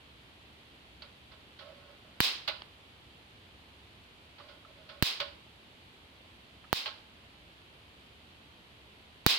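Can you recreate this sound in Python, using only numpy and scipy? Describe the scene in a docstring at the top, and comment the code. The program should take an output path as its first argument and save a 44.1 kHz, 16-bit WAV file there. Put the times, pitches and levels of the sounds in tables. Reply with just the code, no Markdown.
"""An electric fly swatter sparks loudly four times as a screwdriver tip is worked into its charged mesh.
Each time its capacitors empty through an arc: the crack overloads the microphone, which thumps as it
recovers, and a small, hard-walled workshop echoes. In between, the tip scratches, taps and rubs the
wires, jolting against them after some arcs, and one tiny spark ticks. Faint rumble and hiss lie below."""
import sys
import numpy as np
from scipy import signal
from scipy.fft import rfft, irfft
from scipy.io import wavfile
from scipy.ndimage import uniform_filter1d

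SR = 44100
rng = np.random.default_rng(int(sys.argv[2]) if len(sys.argv) > 2 else 0)


def unload_audio(sound):
    """Save the sound as a 16-bit wav file, at the path given as the first command line argument."""
    columns = np.transpose(np.atleast_2d(sound))
    # keep every value between -1 and 1, then stretch to whole-number steps
    steps = np.round(np.clip(columns, -1, 1) * 32767)
    wavfile.write(sys.argv[1], SR, steps.astype(np.int16))


N = 413658
TIME = np.arange(N) / SR

# The tone of the background. Each row: frequency in Hz, left and right level in dB per Hz.
BACKGROUND_TONE = [(25.2, -105.5, -100.9), (47, -90, -91.5), (62.2, -79.0, -80), (147, -88.5, -86.5),
                   (310, -88.5, -90), (473, -93.5, -92), (935, -96, -92.5), (1710, -96.5, -96.5),
                   (3130, -92.5, -91), (4460, -102.9, -97.0), (5700, -109.2, -113.6),
                   (7600, -110.8, -120.3), (12900, -112.8, -126.8), (14300, -126.6, -135.8)]
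# How alike the two sides of the background are. Each row: frequency in Hz, likeness from -1 to 1.
LIKENESS = [(60, 0.94), (290, 0.88), (640, 0.42), (1400, -0.24), (3000, 0.034)]
# The tip strikes the mesh. Each row: start in seconds, strength in dB.
TOUCHES = [(1.018, -16.5), (1.315, -22.5), (1.589, -16.5), (2.476, 5.5), (4.382, -21), (4.485, -23),
           (4.89, -16), (5.2, 3), (6.857, 0)]
# The notes of the mesh in its frame. Each row: pitch in Hz, level in dB, seconds to fade by 60 dB.
MESH_NOTES = [(572, -6, 0.15), (630, -12.5, 0.2), (820, -10, 0.027), (993, -16, 0.22), (1082, -8.5, 0.099),
              (1280, -8.5, 0.029), (1450, -13, 0.22), (1780, -23, .2), (2070, -5, 0.059), (2235, -8.5, 0.1),
              (2800, -18, 0.088), (3620, -28, 0.14), (4130, -30, 0.17), (4200, -12, 0.05),
              (4750, -12, 0.13)]
# The tone of rattles and ticks. Each row: frequency in Hz, left and right level in dB per Hz.
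RATTLE_TONE = [(300, -86, -76.5), (810, -82, -64.5), (1500, -70, -65.5), (2270, -66, -77),
               (3120, -66, -60.5), (4580, -75, -60.5), (5060, -75, -74.5), (6030, -78, -91),
               (9350, -99, -100), (14800, -90, -116)]
# How long the room rings. Each row: frequency in Hz, seconds to fade by 60 dB.
ROOM_FADE = [(200, 0.48), (1000, 0.52), (3500, 0.44), (8000, 0.33), (15000, 0.22)]
# Light taps on frame or wire. Each row: start in seconds, level in dB, pitch in Hz.
KNOCKS = [(1.021, -37, 4500), (4.400, -43, 1170), (4.649, -43, 1310), (6.641, -42.5, 1330)]
# The tip is drawn along a wire. Each row: start and length in seconds, pressure in dB.
RUBS = [(1.609, 0.11, -2), (1.763, .175, -11), (2.03, .13, -19), (4.387, 0.16, -11), (4.647, 0.063, -12),
        (4.758, 0.053, -8), (4.866, 0.13, -11)]
# The arcs. Each row: start in seconds, crack level in dB, sizzle fade time in seconds,
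# room, bark and thump levels in dB, length of the thump's dip in seconds.
SPARKS = [(2.2040, -2, 0.0023, -2, -12, -16.5, 0.0027), (5.0249, -2.5, 0.0029, -5.5, -20, -11, 0.0028),
          (6.729, -6, 0.0014, -9.5, -21, -6, 0.00064), (9.264, 3.5, 0.0022, 0, -5.5, -8, 0.0024)]
# The tone of a crack. Each row: frequency in Hz, left and right level in dB per Hz.
CRACK_TONE = [(95, -64, -52.5), (513, -56, -66), (1070, -63.5, -51), (1850, -65, -52), (2500, -54, -61.5),
              (3070, -49.5, -59), (3900, -65.5, -49.5), (6200, -63.5, -72.5), (9700, -64, -80),
              (12900, -74, -102), (14200, -56.5, -77)]
# The tone of its echo. Each row: frequency in Hz, left and right level in dB per Hz.
ECHO_TONE = [(100, -94, -127), (197, -97, -75), (370, -72.5, -80), (624, -75, -77.5), (1080, -71, -68.5),
             (1610, -70.5, -71.5), (2640, -63, -63), (3770, -61, -56), (5080, -67.5, -60.5),
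             (6740, -73, -87.5), (9400, -76.5, -83), (11600, -79, -102), (14200, -72.5, -100)]
# The dry tick of a tiny spark. Each row: start in seconds, level in dB.
TINY_SPARKS = [(2.62, -1)]


def from_db(db):
    """Turn decibels into a number to multiply by."""
    return 10 ** (np.asarray(db) / 20)


def at_hz(table, hz, column=1):
    """Read between the rows of a table, with every octave equally wide."""
    table = np.array(table)
    return np.interp(np.log(np.maximum(hz, 1)), np.log(table[:, 0]), table[:, column])


def butter(x, hz, kind, order=2):
    """Keep the low part, the high part or a band of a sound."""
    return signal.sosfilt(signal.butter(order, hz, kind, fs=SR, output="sos"), x + 1e-18)


def colour(x, table, size=4096):
    """Filter a sound so that white noise would take on the table's left and right tone."""
    hz = np.arange(size // 2 + 1) * SR / size
    gain = from_db([at_hz(table, hz, column=1), at_hz(table, hz, column=2)]) * np.sqrt(SR / 2)
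    # Folding the cepstrum makes the filter answer promptly, and never ahead of the sound.
    cepstrum = irfft(np.log(gain))
    cepstrum[:, 1:size // 2] *= 2
    cepstrum[:, size // 2 + 1:] = 0
    response = irfft(np.exp(rfft(cepstrum)))
    return signal.fftconvolve(x * np.ones((2, 1)), response, axes=1)[:, :N]


def add(out, start_s, sound):
    """Mix a sound in at its start time."""
    start = round(start_s * SR)
    out[..., start:start + sound.shape[-1]] += sound[..., :N - start]


def pan(sound, left_db):
    """Put a sound on both sides, turning the left one down."""
    return sound * from_db([[left_db], [0]])


def ring(force, hz, fade_s):
    """A force sets one note ringing; left alone, it fades by 60 dB in fade_s."""
    keep, angle = from_db(-60 / (fade_s * SR)), 2 * np.pi * hz / SR
    drive = np.sqrt((1 - keep ** 2) / 2) * np.array([1, 0, -1])
    return signal.lfilter(drive, [1, -2 * keep * np.cos(angle), keep ** 2], force + 1e-18)


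def background():
    """The room rumbles, alike on both sides, under the hiss of the microphone."""
    mid, side = rfft(rng.standard_normal((2, N)))
    alike = at_hz(LIKENESS, np.arange(len(mid)) * SR / N)
    pair = np.sqrt((1 + alike) / 2) * mid + np.sqrt((1 - alike) / 2) * side * [[1], [-1]]
    return colour(irfft(pair, N), BACKGROUND_TONE)


def tip_forces(pressure, rise_s=0.0018, hard_decay_s=0.019, doubling_db=49, size=12000):
    """The tip scratches and pushes the wires: lightly while rubbing, in a flurry at each touch."""
    t, friction = TIME[:size], pressure ** 0.48
    scratch, push = from_db(-35.5) * friction, from_db(-22) * friction
    for start_s, strength_db in TOUCHES:
        decay_s = hard_decay_s * 2 ** (-strength_db / doubling_db)  # a gentle touch lingers
        flurry = (1 - np.exp(-t / rise_s)) * np.exp(-t / decay_s)
        add(scratch, start_s, from_db(strength_db) * flurry)
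        add(push, start_s, from_db(2 + 0.8 * strength_db) * flurry)  # and is duller: mostly push
    return scratch, push


def mesh(scratch, push, grain_db=3, split_hz=1600, echo_db=-12):
    """The tip skids in many tiny contacts; its push rings the low notes, its scratch the high ones."""
    contacts = rng.standard_normal((2, N)) * from_db(grain_db * np.minimum(rng.exponential(1, N), 5))
    contacts /= contacts.std()
    soft = from_db(-35) * push * contacts[1]
    hard = from_db(-38) * scratch * contacts[1]
    notes = sum(from_db(db) * ring(soft if hz < split_hz else hard, hz, fade_s)
                for hz, db, fade_s in MESH_NOTES)
    notes = butter(notes, [450, 5200], "band", order=4)  # an open mesh gives off no bass
    dull = signal.sosfilt(signal.cheby1(6, 0.5, 5200, fs=SR, output="sos"), contacts)
    treble = butter(contacts, 7600, "high", order=4) * np.minimum(scratch, 1)  # needs a hard jolt
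    direct = colour((dull + treble) * scratch, RATTLE_TONE) + pan(notes, left_db=-10)
    room = reflections(swell_s=0.0084)
    room /= np.sqrt(np.sum(room ** 2, axis=1, keepdims=True))
    return direct + from_db(echo_db) * signal.fftconvolve(direct, room, axes=1)[:, :N]


def reflections(swell_s, size=35000):
    """Echoes off the walls pile up for a moment, then die away, the treble first."""
    t, out = TIME[:size], 0
    edges_hz = np.geomspace(60, 19000, 11)
    for low, high in zip(edges_hz, edges_hz[1:]):
        band = butter(rng.standard_normal((2, size)), [low, high], "band")
        fade_s = at_hz(ROOM_FADE, np.sqrt(low * high))
        out = out + band * from_db(-60 * t / fade_s)
    return out * (1 - np.exp(-(t / swell_s) ** 2))


def knocks(contact_s=0.0059, fade_cycles=40, top_hz=5000, size=2500):
    """A soft, uneven tap sets off one quickly fading note of the frame or a wire."""
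    out = np.zeros(N)
    for start_s, level_db, hz in KNOCKS:
        force = rng.standard_normal(size) * np.exp(-TIME[:size] / contact_s)
        note = ring(force, hz, fade_cycles / hz)
        add(out, start_s, from_db(level_db) * note / np.abs(note).max())
    return pan(butter(out, top_hz, "low", order=6), left_db=-7)


def tip_pressure(build_s=0.021, release_s=0.024, tremble_db=0.5, trembles_per_s=27):
    """Each rubbing stroke builds, holds and lets go, in a slightly unsteady hand."""
    pressure = np.zeros(N)
    for start_s, length_s, level_db in RUBS:
        build = np.clip((TIME - start_s) / build_s, 0, 1)
        release = np.exp(-np.maximum(TIME - start_s - length_s, 0) / release_s)
        pressure += from_db(level_db) * build * release
    tremble = np.interp(TIME * trembles_per_s, np.arange(1000), rng.standard_normal(1000))
    return pressure * from_db(tremble_db * tremble)


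def rubbing(pressure, level_db=-49.5, second_db=-3, fade_s=0.12):
    """Friction keeps the two lowest notes of the mesh singing, as loud as the tip presses."""
    grip = rng.standard_normal((2, N))
    lowest = ring(grip[0], MESH_NOTES[0][0], fade_s)
    second = from_db(second_db) * ring(grip[1], MESH_NOTES[1][0], fade_s)
    hum = butter(lowest + second, [500, 720], "band")
    hum /= np.sqrt(uniform_filter1d(hum ** 2, size=1500))  # sticking and slipping hold it steady
    return pan(from_db(level_db) * pressure * hum, left_db=-10)


def cracks(shock_db=24, sizzle_db=3, left_lag_s=0.0001, bark_hz=850, bark_s=0.00073, size=2000):
    """Each arc makes one shock wave, a brief sizzle and a bark: a note that dies almost at once."""
    t, out, barks = TIME[:size], np.zeros((2, N)), np.zeros(N)
    bark = np.cos(2 * np.pi * bark_hz * t) * np.exp(-t / bark_s)
    for start_s, crack_db, sizzle_s, _, bark_db, *_ in SPARKS:
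        burst = from_db(sizzle_db) * rng.standard_normal((2, size)) * np.exp(-t / sizzle_s)
        burst[:, 0] += from_db(shock_db)
        add(out[0], start_s + left_lag_s, from_db(crack_db) * burst[0])
        add(out[1], start_s, from_db(crack_db) * burst[1])
        add(barks, start_s, from_db(bark_db) * bark)
    return colour(out, CRACK_TONE) + pan(barks, left_db=-12)


def thump(delay_s=0.00012, rebound_s=0.00544, rebound_share=0.53, left_db=-12, size=900):
    """A short low thump as the overloaded microphone recovers from each crack, thinner on the left."""
    t, out = TIME[:size] - delay_s, np.zeros(N)
    for start_s, *_, level_db, length_s in SPARKS:
        dip = np.sin(np.pi * np.clip(t / length_s, 0, 1))
        rebound = np.sin(np.pi * np.clip((t - length_s) / rebound_s, 0, 1))
        rebound *= rebound_share * length_s / rebound_s
        add(out, start_s, from_db(level_db) * (rebound - dip))
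    right = butter(out, hz=22, kind="high", order=1)
    left = from_db(left_db) * butter(right, hz=70, kind="high", order=1)
    return np.array([left, right])


def workshop(tail_db=8, early_db=-4, early_s=0.05, slap_db=7, slap_width_s=0.00079):
    """The room answers each arc: a slap off a near surface, early echoes and a swelling tail."""
    tail = from_db(tail_db) * reflections(swell_s=0.032)
    t = TIME[:tail.shape[1]]
    early = from_db(early_db) * np.exp(-t / early_s) * rng.standard_normal(tail.shape)
    slap_delay_s = [[0.0078], [0.009]]  # left, right
    slap_shape = np.exp(-((t - slap_delay_s) / slap_width_s) ** 2)
    slap = from_db(slap_db) * slap_shape * rng.standard_normal(tail.shape)
    echo = butter(slap, 6500, "low", order=1) + early + tail
    out = np.zeros((2, N))
    for start_s, _, _, room_db, *_ in SPARKS:
        add(out, start_s, from_db(room_db) * echo)  # same spot, so the same echo
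    return colour(out, ECHO_TONE)


def tiny_spark(decay_s=0.001, top_hz=5500, thud_db=-42, thud_hz=380, thud_s=0.0037, size=800):
    """A tiny spark gives one short dry tick, with a small thud."""
    t, ticks, thuds = TIME[:size], np.zeros((2, N)), np.zeros(N)
    thud = np.sin(2 * np.pi * thud_hz * t) * np.exp(-t / thud_s)
    for start_s, level_db in TINY_SPARKS:
        add(ticks, start_s, from_db(level_db) * rng.standard_normal((2, size)) * np.exp(-t / decay_s))
        add(thuds, start_s, from_db(level_db + thud_db) * thud)
    return colour(butter(ticks, top_hz, "low", order=6), RATTLE_TONE) + pan(thuds, left_db=-10)


def scene():
    """Add up the tip on the mesh, the sparks, their echo and the background."""
    pressure = tip_pressure()
    scratch, push = tip_forces(pressure)
    handling = mesh(scratch, push) + rubbing(pressure) + knocks()
    return handling + tiny_spark() + cracks() + thump() + workshop() + background()


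def record(dry, overload=0.36, ceiling=0.72, hold_s=0.118, recover_s=0.033, bass_hz=205, top_hz=16000):
    """The bass dips briefly after each overload, peaks are squashed and the highest treble is cut."""
    overloaded = np.abs(dry).max(axis=0) > overload
    since_s = TIME - np.maximum.accumulate(np.where(overloaded, TIME, -1))
    falling = from_db(-500 * np.maximum(since_s - 0.008, 0))  # 500 dB a second, after a short wait
    recovering = np.clip((since_s - hold_s) / recover_s, 0, 1)
    upper = butter(dry, bass_hz, "high", order=6)
    bass = np.maximum(falling, recovering) * (dry - upper)
    squashed = ceiling * np.tanh((upper + bass) / ceiling)
    return signal.sosfilt(signal.ellip(10, 0.1, 80, top_hz, fs=SR, output="sos"), squashed)


dry = scene()
out = record(dry)
unload_audio(out)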